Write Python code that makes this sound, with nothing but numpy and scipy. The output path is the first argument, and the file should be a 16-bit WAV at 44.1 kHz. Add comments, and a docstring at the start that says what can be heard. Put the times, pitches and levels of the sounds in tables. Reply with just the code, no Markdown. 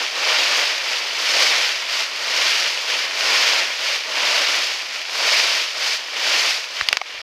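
"""A rush of dry leaves, close by: someone wades through a deep layer of them, a stride a second,
with a mono microphone held above the feet. Each foot ploughs up a heap: thousands of tiny leaf
contacts merge into the rush, the pile rustles darkly under the shoe, and single brittle leaves snap.
At the end come a few sharp cracks close to the microphone, dull bumps and a short hiss."""
import sys
import numpy as np
from scipy import signal
from scipy.fft import rfft, irfft
from scipy.io import wavfile

SR = 44100
rng = np.random.default_rng(int(sys.argv[2]) if len(sys.argv) > 2 else 0)


def bounce(signal):
    """Save signal as a 16-bit WAV file at the path given by the first command-line argument."""
    frames = np.transpose(np.atleast_2d(signal))
    limited = np.clip(frames, -1, 1)
    pcm = np.round(limited * 32767).astype(np.int16)
    wavfile.write(sys.argv[1], SR, pcm)


N = 325893
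TIME = np.arange(N) / SR


# Flexing leaf blades, their crisp edges and the pressed pile, heard from above the feet.
# Each: (frequency [Hz], relative level [dB])
BLADE_SPECTRUM = [(800, -20.5), (1300, -9), (1550, -8.5), (1850, -2), (2000, -3), (2370, 0.9), (2490, -1.5),
                  (2750, -0.5), (3080, -1.5), (3250, -3), (3600, -4.5), (4500, -12), (6500, -23)]
EDGE_SPECTRUM = [(2800, -16), (3900, -5.5), (4700, 0), (5000, -2), (5220, -1), (5450, -4.5), (5650, -5),
                 (5820, -7), (6300, -8.5), (7200, -16), (8200, -22.5), (10000, -25.5), (14000, -30),
                 (15600, -39)]
PILE_SPECTRUM = [(130, -59), (165, -45.5), (195, -28), (260, -15.5), (390, -10), (490, -3.5), (620, -0.5),
                 (780, -4.5), (1020, -1), (1250, -4.5), (1500, -1.5), (2400, -29.5)]

def leaves(peak_contacts_per_s=22000, rate_exponent=.7):
    """Harder stirring makes more contacts; they come in clumps as whole leaves catch and slip."""
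    stirring_db = 10 * np.log10(kicks() + treads() + settling() + hiss())   # blades, edges, pile
    below_peak_db = stirring_db[0] - np.max(stirring_db[0])
    per_s = peak_contacts_per_s * from_db(rate_exponent * below_peak_db)
    blade_db, edge_db, pile_db = stirring_db + crunches_db()
    clumps = drift(76)   # shared by all three layers
    blades = coloured(contacts(per_s, spread_db=2.5), BLADE_SPECTRUM)
    blades *= from_db(blade_db + .5 * clumps + .55 * drift(35))
    edges = coloured(contacts(per_s, spread_db=2), EDGE_SPECTRUM)
    edges *= from_db(edge_db + .42 * clumps + .69 * drift(40))
    pile = coloured(contacts(.4 * per_s, spread_db=2), PILE_SPECTRUM)
    pile *= from_db(pile_db + .11 * clumps + 1.07 * drift(31))
    # now and then a stiff edge flicks loose and ticks above the rush
    ticks = coloured(contacts(110, spread_db=3.5), SNAP_SPECTRUM) * from_db(blade_db - 17)
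    return blades + edges + pile + ticks


def contacts(per_s, spread_db):
    """Leaf touches leaf: tiny impulses, many faint, a few strong, with the same power at any rate."""
    chance = np.clip(per_s / SR, 1e-4, 1)
    sizes = from_db(spread_db * np.minimum(rng.exponential(1, N), 5))
    signs = rng.choice([-1, 1], N)
    touching = rng.random(N) < chance
    return rms_one(sizes * signs * touching / np.sqrt(chance))


# Strides below the microphone: (start [s], rise [s], hold [s], level [dB], edge trim [dB],
# pile trim [dB], sag [dB/s], release [dB/s], edge dulling [dB/s])
STRIDES = [(0.099, 0.19, 0.34, -20.5, -1, 1.3, 0.5, 60, -0.5),
           (1.091, .33, 0.23, -18.5, 0.9, -.4, 14, 54, 5),
           (2.106, 0.33, 0.2, -20.3, 0.2, -1.8, 10.5, 52.5, -2),
           (3.081, .26, 0.24, -19, 0.3, 0.6, 3.5, 66.5, 7),
           (4.024, 0.25, 0.36, -20, -0.8, 1.2, 8, 55.5, -4),
           (5.052, 0.28, 0.28, -18.5, 1.1, -0.1, 16.5, 83.5, 3.5),
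           (6.082, 0.22, 0.21, -20, -0.1, 0, 6.5, 99.5, -7.5)]

def kicks():
    """Rustle power as each foot ploughs through the heap."""
    return sum(movement(*row) for row in STRIDES)


# Shorter, softer steps between the strides:
# (start [s], rise [s], hold [s], level [dB], edge trim [dB], pile trim [dB])
SOFT_STEPS = [(-0.038, 0.037, 0.043, -25, -2.5, 2), (0.775, 0.15, 0.06, -28, 1, 2),
              (1.86, 0.076, .101, -23.5, 0.5, -.9), (2.851, 0.053, 0.14, -23, -1.7, -0.5),
              (3.741, 0.14, 0.084, -23, -.1, -1.5), (4.86, .088, .069, -31.5, 1, 0),
              (5.71, 0.15, .09, -22.5, 1.2, -3), (6.681, .1, .04, -28, -2.5, -4)]

def treads():
    """Rustle power that dies fast, as the sole pins the leaves down at once."""
    return sum(movement(*row, sag_db_per_s=16.5, release_db_per_s=276) for row in SOFT_STEPS)


def movement(start, rise, hold, db, edge_trim_db, pile_trim_db, sag_db_per_s, release_db_per_s,
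             dulling_db_per_s=0, thinning_db_per_s=6.4):
    """Rise, sagging hold and release of one movement, as power of the blades, edges and pile."""
    power = np.zeros((3, N))
    span = slice(max(int(start * SR), 0), int((start + 1.5) * SR))
    age = np.maximum(TIME[span] - start, 0)
    edge_db = db - 2.17 + edge_trim_db - dulling_db_per_s * (age - rise)
    # the dark rustle gives way as the heap thins
    pile_db = db - 9 + pile_trim_db - thinning_db_per_s * (age - rise)
    layers = [(rise, db), (rise, edge_db), (.96 * rise, pile_db)]   # the toe pushes the pile first
    for k, (rise_s, level_db) in enumerate(layers):
        attack = np.minimum(age / rise_s, 1)
        sag_db = sag_db_per_s * np.clip(age - rise_s, 0, hold)
        release_db = release_db_per_s * np.maximum(age - rise_s - hold, 0)
        power[k, span] = (attack * from_db(level_db - sag_db - release_db)) ** 2
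    return power


# Crunches underfoot: (time [s], boost [dB], width [s])
CRUNCH_FLARES = [(1.426, 2.5, 0.0047), (2.007, 3.5, 0.0037), (2.418, 2, 0.0055), (3.47, 0.5, .035),
                 (4.17, 0.5, 0.0054), (4.378, 1, 0.0084), (4.421, 2.5, .005), (4.821, 3, .0025),
                 (5.383, 0, .012), (6.167, 4.5, 0.0027), (6.395, 3, 0.0028)]

def crunches_db():
    """Whole leaves give way and the rustle flares for a moment."""
    return sum(db * np.exp(-np.minimum(((TIME - s) / width_s) ** 2 / 2, 20))
               for s, db, width_s in CRUNCH_FLARES)


# Single leaves snapping on the ground: (time [s], peak level [dB])
LEAF_SNAPS = [(0.065, -10.5), (0.9688, -9.5), (1.6922, -8.5), (2.7758, -11.5), (3.1122, -11.5),
              (3.2092, -5.5), (4.0375, -14.5), (4.9617, -13.5), (5.0169, -12.5), (5.0535, -13.5),
              (5.4004, -3.5), (6.0843, -17.5), (6.6424, -13.5)]
# Their bright click: (frequency [Hz], relative level [dB])
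SNAP_SPECTRUM = [(130, -62), (300, -38), (600, -5), (1400, -4), (2500, 10.5), (3700, -1), (5000, -4),
                 (6500, -17), (8200, -33), (15000, -34.5)]

def snaps(tail_s=.00038, tail_gain=.057, size=512):
    """A brittle leaf buckles: one click and a brief crumple after it."""
    out, age = np.zeros(N), np.arange(size) / SR
    click = click_response(SNAP_SPECTRUM)
    for s, peak_db in LEAF_SNAPS:
        crumple = tail_gain * rng.standard_normal(size) * np.exp(-age / tail_s)
        snap = signal.fftconvolve((age == 0) + crumple, click)
        envelope_peak = np.max(np.abs(signal.hilbert(snap)))
        add(out, s, from_db(peak_db) * snap / envelope_peak)
    return out


# Sharp cracks close to the microphone:
# (time [s], ring time [s], grit level [dB], then three pairs of frequency [Hz], level [dB])
CLOSE_CRACKS = [(6.8114, 0.00039, -18, 1300, -10, 1790, -2.5, 4700, -22),
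                (6.8868, 0.00037, -5.5, 800, -17, 3100, 0, 4690, -2),
                (6.91, 0.00083, -39.5, 600, -28, 850, -27, 1100, -36.5),
                (6.9282, 0.0005, -7.5, 1440, -5.5, 2690, 0.5, 4970, -5),
                (6.9705, 0.00021, -13, 1420, -18, 2150, -3.5, 4500, 0.5),
                (7.0143, 0.0014, -19, 753, -17, 1160, -19, 2200, -20.5)]
# Their gritty tail: (frequency [Hz], relative level [dB])
GRIT_SPECTRUM = [(100, -28.5), (300, -5.5), (520, -4.5), (900, 3.5), (2500, 6.5), (5000, 5), (6500, -5.5),
                 (8200, -25), (13000, -27), (14000, -31.5)]

def cracks(grit_s=.0018, tail_db=-13, tail_s=.0043, low_cut_hz=400, size=2048):
    """Each crack swells and dies in three heavily damped resonances, with a gritty tail."""
    out, age = np.zeros(N), np.arange(size) / SR
    grit_decay = np.exp(-age / grit_s) + from_db(tail_db) * np.exp(-age / tail_s)
    for s, ring_s, grit_db, *modes in CLOSE_CRACKS:
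        swell = age / ring_s * np.exp(1 - age / ring_s)
        rings = sum(from_db(db) * np.sin(2 * np.pi * hz * age)
                    for hz, db in zip(modes[::2], modes[1::2]))
        grit = coloured(rng.standard_normal(size) * grit_decay, GRIT_SPECTRUM)[:size]
        add(out, s, swell * rings + from_db(grit_db) * grit)
    # so close, the cracks overload and sound hard and thin, with little bass
    low_cut = signal.butter(2, low_cut_hz, "high", fs=SR, output="sos")
    return signal.sosfilt(low_cut, np.tanh(out))


# Leaves around the feet between steps: (time [s], level [dB])
SETTLING_LEVELS = [(0, -28), (1.1, -26.5), (2.1, -29.5), (3.1, -27.5), (4.05, -30), (5, -32.5),
                   (6.05, -31.5), (6.68, -35), (6.85, -33), (6.95, -32.5), (7.0, -40.5), (7.1, -37)]

def settling(edge_trim_db=-3.5, pile_trim_db=-8.5):
    """Stirred leaves go on settling: a low rustle power in the blades, edges and pile."""
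    blade_db = np.interp(TIME, *np.transpose(SETTLING_LEVELS))
    return from_db([blade_db, blade_db + edge_trim_db, blade_db + pile_trim_db]) ** 2


# The hiss after the cracks: (start [s], rise [s], hold [s], level [dB], edge trim [dB],
# pile trim [dB], sag [dB/s], release [dB/s])
LAST_HISS = [(7.045, .02, 0.15, -35, -9, -2, -3, 300.5)]

def hiss():
    """Power of one last faint rustle, short and with little crispness."""
    return sum(movement(*row) for row in LAST_HISS)


# Dull bumps with and just after the close cracks: (time [s], level [dB])
DULL_BUMPS = [(6.82, -31), (6.887, -41), (6.928, -37), (7.144, -49), (7.19, -46)]

def bumps(hz=85, decay_s=.0051, size=2048):
    """A soft low push that lasts about one cycle."""
    out, age = np.zeros(N), np.arange(size) / SR
    push = np.sin(2 * np.pi * hz * age) * np.exp(-age / decay_s)
    for s, db in DULL_BUMPS:
        add(out, s, from_db(db) * push)
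    return out


def rumble(level_db=-72.5):
    """A very faint low noise lies under everything."""
    spectrum = [(20, 30), (43, 2), (65, 1.5), (95, -18)]   # (frequency [Hz], relative level [dB])
    return from_db(level_db) * coloured(rng.standard_normal(N), spectrum)


def drift(hz, step=40, warm_up=2000):
    """Smooth random wander, mostly slower than hz, with an rms near 1."""
    pole = np.exp(-2 * np.pi * hz * step / SR)
    noise = rng.standard_normal(N // step + warm_up + 2)
    slow = signal.lfilter([1], [1, -2 * pole, pole * pole], noise)[warm_up:]
    return np.interp(np.arange(N) / step, np.arange(len(slow)), rms_one(slow))


def click_response(spectrum, size=2048):
    """Causal (minimum-phase) click with this spectrum and unit energy."""
    hz, db = np.transpose(spectrum)
    log_hz = np.log(np.maximum(np.fft.rfftfreq(size, 1 / SR), 1))
    beyond_ends = np.abs(log_hz - np.clip(log_hz, np.log(hz[0]), np.log(hz[-1])))
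    shape_db = np.maximum(np.interp(log_hz, np.log(hz), db) - 50 * beyond_ends, -75)
    cepstrum = irfft(np.log(from_db(shape_db)))
    cepstrum[1:size // 2] *= 2
    cepstrum[size // 2 + 1:] = 0
    click = irfft(np.exp(rfft(cepstrum)))
    return click / np.linalg.norm(click)


def coloured(x, spectrum):
    """Let every impulse in x ring with this spectrum."""
    return signal.oaconvolve(x, click_response(spectrum))[:N]


def add(out, s, sound):
    """Mix a short sound in at time s."""
    start = int(np.clip(round(s * SR), 0, N - len(sound)))
    out[start:start + len(sound)] += sound


def from_db(db):
    """Decibels to gain."""
    return 10 ** (np.asarray(db) / 20)


def rms_one(x):
    """Scale to an rms of 1."""
    return x / np.sqrt(np.mean(x ** 2) + 1e-20)


def scene():
    """All sources reach one microphone above the feet, the same in both channels."""
    mono = leaves() + snaps() + cracks() + bumps() + rumble()
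    return np.array([mono, mono])


def record(dry):
    """The sound stops abruptly, any peak over full scale clips, and the top treble is cut."""
    stop_s, fade_s, cutoff_hz = 7.218, .002, 15400
    gate = np.clip((stop_s - TIME) / fade_s, 0, 1)
    low_pass = signal.ellip(10, .1, 80, cutoff_hz, fs=SR, output="sos")
    return signal.sosfilt(low_pass, np.clip(dry * gate, -1, 1))


dry = scene()
out = record(dry)
bounce(out)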